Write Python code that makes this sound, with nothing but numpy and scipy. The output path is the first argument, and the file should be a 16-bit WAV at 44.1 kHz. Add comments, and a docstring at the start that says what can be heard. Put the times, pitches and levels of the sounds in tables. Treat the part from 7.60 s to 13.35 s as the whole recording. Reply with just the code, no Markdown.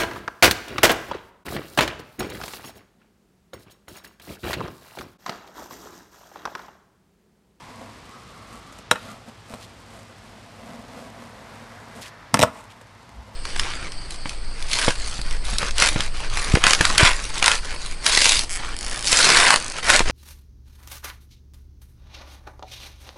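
"""A skateboard balances on two wheels along a wet concrete ledge, drops off a step, is flicked into the
air and lands in a quick run of wooden clacks before it rolls away. The wheels rumble through the deck
(the wooden board), rattle the trucks (the metal axles) and hiss on the wet ground. Grit ticks, shoes
scuff, and the park's banks echo each blow. Behind it all are leaves, far traffic and a low drone."""
import sys
import numpy as np
from scipy import signal
from scipy.fft import rfft, irfft, next_fast_len
from scipy.io import wavfile
from scipy.ndimage import map_coordinates

SR = 44100
rng = np.random.default_rng(int(sys.argv[2]) if len(sys.argv) > 2 else 0)


def dump(signal):
    """Clip the signal to [-1, 1] and save it as 16-bit WAV at the path in sys.argv[1]."""
    limited = np.clip(np.atleast_2d(signal).T, -1, 1)
    pcm = np.round(limited * 32767).astype(np.int16)
    wavfile.write(sys.argv[1], SR, pcm)


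N = 253575


def amp(db):
    """Turn decibels into a number to multiply by."""
    return 10 ** (np.asarray(db) / 20)


def unit(x):
    """Scale a sound to an average power of 1."""
    return x / np.sqrt(np.mean(x ** 2) + 1e-20)


def curve(times_s, levels_db):
    """A loudness curve through the given points, fading out beyond both ends."""
    times_s = np.r_[times_s[0] - .04, times_s, times_s[-1] + .08]
    return amp(np.interp(np.arange(N) / SR, times_s, np.r_[-100, levels_db, -100]))


def wobble(per_s):
    """A smooth curve through per_s random values each second."""
    points = rng.standard_normal(int(N * per_s / SR) + 4)
    return map_coordinates(points, [np.arange(N) * per_s / SR])


def colour(x, tone):
    """Shape a sound's tone along (pitch_hz, level_db) points; white noise keeps its power."""
    size = 2 * next_fast_len(len(x) // 2 + 4096)
    hz, db = np.transpose(tone)
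    f = np.fft.rfftfreq(size, 1 / SR)
    gain = unit(amp(np.interp(np.log(f + 1), np.log(hz), db)))
    # fold the filter so that it never rings before the sound arrives
    cepstrum = irfft(np.log(gain + 1e-6))
    cepstrum[1:size // 2] *= 2
    cepstrum[size // 2 + 1:] = 0
    return irfft(rfft(x, size) * np.exp(rfft(cepstrum)))[:len(x)]


def resonate(x, peaks):
    """Make a sound ring at each (pitch_hz, width_hz, level_db) peak."""
    size = next_fast_len(len(x) + SR // 4)
    f = np.fft.rfftfreq(size, 1 / SR)
    response = sum(amp(db) * 1j * f * width / (hz * hz - f * f + 1j * f * width)
                   for hz, width, db in peaks)
    return irfft(rfft(x, size) * response, size)[:len(x)]


def grit(per_s, scatter_db, size=N):
    """Tiny impacts at random moments and of random sizes."""
    hits = rng.random(size) < per_s / SR
    return unit(hits * rng.standard_normal(size) * amp(scatter_db * rng.standard_normal(size)))


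def ring(notes, t, weight=1):
    """The fading notes of a struck object, in a slightly new mix each time."""
    hz, db, fade_s = np.transpose(notes)
    strength = amp(db + rng.standard_normal(len(hz))) * weight
    strength = strength / np.linalg.norm(strength) * rng.choice([-1, 1], len(hz))
    return strength @ (np.sin(2 * np.pi * hz[:, None] * t) * amp(-60 * t / fade_s[:, None]))


def burst(t, fade_s):
    """Noise that starts sharply and drops 60 dB in fade_s."""
    attack = 1 - np.exp(-t / 0.00063)
    return rng.standard_normal(len(t)) * amp(-60 * t / fade_s) * attack


def add(track, start_s, sound):
    """Mix a sound into the track."""
    part = track[round(start_s * SR):][:len(sound)]
    part += sound[:len(part)]


# the steady roll on smooth concrete: time_s, whirr_hz, whirr_db, rumble_db
SMOOTH_ROLL = [(0, 980, -47, -61), (.25, 1000, -51, -54), (.55, 1192, -54, -60), (.95, 1210, -47.5, -55),
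               (1.25, 1260, -58.5, -64), (1.5, 1271, -52, -45), (1.8, 1210, -66, -64.5),
               (2.8, 1120, -70, -51.5), (3.399, 1079, -60, -48.5), (4.301, 1000, -54, -52),
               (5.0, 980, -55, -62), (5.35, 960, -57.5, -60.5), (5.649, 945, -49.5, -52.5)]
# wheels on the ground (on the ledge, below the step, after landing): start_s, end_s, hiss_db
GROUND_CONTACT = [(0, 1.2, -58), (1.36, 4.42, -59.5), (4.87, 5.75, -65.5)]
# rough, wet patches: middle_s, half_length_s, rumble_db, whirr_db, hiss_db
ROUGH_PATCHES = [(0.099, 0.031, -45.5, -49, -70), (0.225, 0.08, -45, -47, -62), (.55, 0.078, -60, -48, -64),
                 (.95, 0.053, -48, -49.5, -54), (1.503, 0.041, -48.5, -44.5, -55),
                 (1.688, 0.026, -44.5, -62, -67), (1.927, 0.047, -43, -51.5, -51),
                 (2.018, 0.045, -48.5, -52, -52.5), (2.363, 0.078, -45.5, -54, -55.5),
                 (3.118, 0.14, -42.5, -54, -64), (3.4, 0.096, -41, -51, -59.5),
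                 (3.616, 0.065, -46, -56, -60), (3.902, 0.14, -48, -58, -73),
                 (4.38, 0.032, -40.5, -62, -50), (4.972, .07, -60, -47.5, -53)]


def ground(fade_s=0.08):
    """The roll's pitch and strengths: it swells on each rough patch and stops in the air."""
    t = np.arange(N) / SR
    times_s, *columns = np.transpose(SMOOTH_ROLL)
    pitch_hz, whirr_db, rumble_db = (np.interp(t, times_s, column) for column in columns)
    start_s, end_s, hiss_db = np.transpose(GROUND_CONTACT)
    inside_s = np.minimum(t - start_s[:, None], end_s[:, None] - t)
    touching = np.clip(1 + inside_s / fade_s, 0, 1)
    steady = [amp(rumble_db), amp(whirr_db), amp(hiss_db) @ touching]
    middle_s, half_length_s, *patch_db = np.transpose(ROUGH_PATCHES)
    swells = amp(patch_db) @ np.exp(-((t - middle_s[:, None]) / half_length_s[:, None]) ** 2)
    deck_gain, wheel_gain, water_gain = touching.sum(0) * np.hypot(steady, swells)
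    return pitch_hz, deck_gain, wheel_gain, water_gain


# where the rolling deck rings: pitch_hz, width_hz, level_db
DECK_RUMBLE = [(234.7, 30.3, 6), (514, 175, -3.5), (661, 35, -1.5), (1000, 325, -31), (1985, 49, -15.5)]
# where the rattling trucks ring: pitch_hz, width_hz, level_db
TRUCK_RATTLE = [(1420, 250, -4), (2070, 180, 4.5), (3800, 4200, -13)]
# the bright tone of water spray, also used for snapping grit: pitch_hz, level_db
SPRAY_TONE = [(600, -23), (2000, 2.5), (4000, 0.5), (6200, -1), (8300, 2), (10500, -5.5), (13000, -6.5),
              (16000, -10)]


def rolling():
    """Rough concrete shakes deck, wheels and trucks; water crackles as it leaves the wheels."""
    pitch_hz, deck_gain, wheel_gain, water_gain = ground()
    bumps = amp(0.66 * wobble(35))  # uneven ground reaches every part at once
    rumble = amp(0.5) * unit(resonate(grit(2500, scatter_db=1.5), DECK_RUMBLE))
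    phase = 2 * np.pi * np.cumsum(pitch_hz) / SR
    # a narrow band of noise around the wheels' pitch
    whirr = amp(-2.5) * unit(wobble(330) * np.cos(phase) + wobble(330) * np.sin(phase))
    rattle = amp(-10.5) * unit(resonate(grit(5000, scatter_db=8.5), TRUCK_RATTLE))
    hiss = amp(-0.5) * unit(colour(grit(9000, scatter_db=6.5), SPRAY_TONE))
    return bumps * (deck_gain * rumble + wheel_gain * (whirr + rattle) + water_gain * hiss)


# how loud the outdoor background is: time_s, level_db
WASH_LEVELS = [(0, -46.5), (1.2, -47), (1.8, -49), (4.65, -48.5), (5.25, -52), (5.75, -50.5)]
# the tone of that background: pitch_hz, level_db
WASH_TONE = [(20, -28), (50, 0.5), (95, -6), (140, -4), (200, -4.5), (310, -9), (560, -10.5), (980, -10),
             (1500, -13), (2500, -16.5), (5000, -20.5), (9000, -34.5), (12500, -43), (15500, -50)]


def outdoors(drone_hz=104.5, width_hz=20):
    """A wash of leaves and far traffic, with a low wavering drone."""
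    loudness = curve(*np.transpose(WASH_LEVELS)) * amp(0.47 * wobble(4.76))
    wash = unit(colour(rng.standard_normal(N), WASH_TONE))
    peak = [(drone_hz, width_hz, 0)]
    drone = unit(resonate(resonate(rng.standard_normal(N), peak), peak))
    return loudness * wash + amp(-54) * drone


# notes of the maple deck and its trucks, muffled by the feet: pitch_hz, level_db, fade_s
DECK_NOTES = [(426, -9, 0.073), (499, 2, 0.073), (610, 0, 0.073), (669, 0.5, 0.044), (866, -2, 0.029),
              (937, -4.5, 0.046), (1104, -7, 0.038), (1267, -1, 0.017), (1387, -4.5, 0.029),
              (1470, -3.5, 0.007), (1710, -4.5, 0.019), (2000, -8.5, 0.014), (2160, -24, 0.031),
              (2560, -18, 0.07), (3000, -14, 0.023), (3280, -13, 0.036), (3880, -6, 0.03),
              (5550, -44, 0.0099)]
# low notes of the deck bending under the rider: pitch_hz, level_db, fade_s
BEND_NOTES = [(121, 2.5, 0.043), (168, -2.5, 0.045), (204, 0.5, 0.081), (265, 1, 0.063)]
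# light ticks of grit and loose trucks: start_s, level_db, knock_db (added to level_db)
GRIT_TICKS = [(0.927, -36, -24), (1.1242, -34.5, -11), (1.1858, -31.5, -6.5), (1.684, -37, -6),
              (1.9377, -28.5, -1), (4.359, -34, -7), (5.0389, -37.5, -16), (5.2124, -36, -5.5)]


def ticks():
    """Grit snaps under a wheel and jolts the deck a little."""
    out, t = np.zeros(N), np.arange(SR // 8) / SR
    for start_s, level_db, knock_db in GRIT_TICKS:
        knock = amp(1.5) * ring(DECK_NOTES, t) + amp(-4) * ring(BEND_NOTES, t)
        snap = amp(-8.5) * colour(burst(t, fade_s=0.038), SPRAY_TONE)
        add(out, start_s, amp(level_db) * (snap + amp(knock_db) * knock))
    return out


# how the echo dies away: delay_s, level_db
ECHO_FADE = [(.004, 8), (.02, 1.5), (.036, -4.5), (.045, 2), (.056, -4), (.085, -16.5), (.12, -16),
             (.17, -16.5), (.24, -30), (.45, -57)]
# the tone of the echo: pitch_hz, level_db
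ECHO_TONE = [(80, -1.5), (250, 2.5), (600, -1.5), (1300, 1), (3000, -4), (6000, -13.5), (14000, -8)]


def bank_echoes(sound):
    """Concrete slopes scatter the sound back, in a new pattern every quarter second."""
    out, t = np.zeros(N), np.arange(SR // 2) / SR
    fade = amp(np.interp(t, *np.transpose(ECHO_FADE), left=-100))
    for start in range(0, N, SR // 4):
        tail = colour(rng.standard_normal(len(t)) * fade, ECHO_TONE)
        piece = sound[start:start + SR // 4]
        add(out, start / SR, signal.fftconvolve(piece, tail / np.linalg.norm(tail)))
    return out


# blows of wheels, deck, trucks and shoes, off the step (1.3 s) and on landing (4.8 s):
# start_s, crack_db, wood_db, wood_pitch_hz, thump_db
BOARD_BLOWS = [ (1.3110, -13, -24, 2000, -38), (1.3130, -15, -1.5, 1390, -25),
               (1.3128, -14, -9.5, 4000, -25), (1.3190, -26, -24, 500, -25), (1.33, -35, -39, 2800, -31),
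               (1.3566, -39, -24.5, 2500, -40), (4.7352, -46, -38, 497, -17), (4.7416, -6.5, -2, 1235, -10),
               (4.771, -27, -16, 1900, -22), (4.7911, -13.5, -13, 753, -13.5),
               (4.800, -17.5, -17, 910, -17), (4.8119, -18, -14.5, 3800, -40),
               (4.8182, -12.5, -11.5, 870, -20), (4.8272, -9.5, -2.5, 660, -13),
               (4.8336, -14, -0.5, 1350, -14), (4.8386, -24, -9, 615, -35)]
# the tone of a hard hit on concrete: pitch_hz, level_db
CRACK_TONE = [(150, -48), (700, -22.5), (2000, 1.5), (3700, -4), (4500, -10), (5400, -2), (6400, -9.5),
              (8600, -6.5), (10500, -14), (12500, -13.5), (16000, -21)]


def clacks(reach_octaves=0.49, wood_delay_s=.001, bass_cut_hz=70):
    """Each blow cracks, then rings and bends the deck; where it hits decides which notes ring most."""
    out, t = np.zeros(N), np.arange(SR // 7) / SR
    note_hz = np.transpose(DECK_NOTES)[0]
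    for start_s, crack_db, wood_db, wood_pitch_hz, thump_db in BOARD_BLOWS:
        noise = amp(5) * burst(t, fade_s=0.016) + amp(-18.5) * burst(t, fade_s=0.11)
        add(out, start_s, amp(crack_db) * colour(noise, CRACK_TONE))
        favoured = 1 / (1 + (np.log2(note_hz / wood_pitch_hz) / reach_octaves) ** 2)
        wood = amp(wood_db) * ring(DECK_NOTES, t, favoured)
        thump = amp(thump_db) * ring(BEND_NOTES, t)
        add(out, start_s + wood_delay_s, wood + thump)
    # a narrow plank gives off little deep bass
    return signal.sosfilt(signal.butter(2, bass_cut_hz, "highpass", fs=SR, output="sos"), out)


# shoes sliding on the deck, with the flick near 4.4 s: middle_s, half_length_s, level_db, pitch_hz
SHOE_SCUFFS = [(1.444, 0.099, -48.5, 3150), (2.034, 0.026, -47.5, 3640), (4.42, .008, -40.5, 8000),
               (4.428, 0.012, -40, 3800), (4.456, 0.026, -42, 2560), (4.481, 0.018, -46, 5000),
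               (5.112, 0.019, -49.5, 2760)]


def scuffs():
    """A sole drags over the deck's sandy grip tape: a swell of fine grains."""
    out, t = np.zeros(N), np.arange(-SR // 8, SR // 8) / SR
    for middle_s, half_length_s, level_db, pitch_hz in SHOE_SCUFFS:
        grains = grit(4000, scatter_db=2, size=len(t))
        scrape = unit(resonate(grains, [(pitch_hz, 0.57 * pitch_hz, 0)]))
        swell = np.exp(-(t / half_length_s) ** 2)
        add(out, middle_s + t[0], amp(level_db) * swell * scrape)
    return out


def traffic(middle_s=4.3, half_length_s=0.86, level_db=-48):
    """A distant rush, like a car going by, swells once and fades."""
    t = np.arange(N) / SR - middle_s
    tyre_tone = [(200, -21), (600, -0.5), (950, 1.5), (2000, -2), (3200, -22.5), (8000, -28)]
    swell = amp(level_db) / (1 + (t / half_length_s) ** 2)
    return swell * unit(colour(rng.standard_normal(N), tyre_tone))


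def thud(middle_s, width_s, pitch_hz, level_db):
    """A soft, low thud that swells and fades."""
    t = np.arange(N) / SR - middle_s
    swell = amp(level_db) * np.exp(-np.abs(t) / width_s)
    return swell * np.cos(2 * np.pi * pitch_hz * t + .5 * wobble(55))


def scene():
    """The board and its echoes in the open park, in one channel."""
    board = clacks() + ticks() + scuffs()
    rider_settling = thud(middle_s=4.832, width_s=.014, pitch_hz=86, level_db=-29.5)
    microphone_thud = thud(middle_s=5.592, width_s=0.027, pitch_hz=60, level_db=-32)
    park = board + amp(-20) * bank_echoes(board) + rolling() + outdoors() + traffic()
    return (park + rider_settling + microphone_thud)[None]


def record(dry, peak_limit=.95, dull_hz=13200, top_hz=15600):
    """The camera rounds off the loudest peaks, dulls the top treble and keeps nothing above top_hz."""
    rounded = dry / (1 + np.abs(dry / peak_limit) ** 4) ** (1 / 4)
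    size = next_fast_len(N + SR // 2)
    f = np.fft.rfftfreq(size, 1 / SR)
    treble_cut = (f < top_hz) / (1 + (f / dull_hz) ** 12)
    return irfft(rfft(rounded, size) * treble_cut, size)[..., :N]


dry = scene()
out = record(dry)
dump(out)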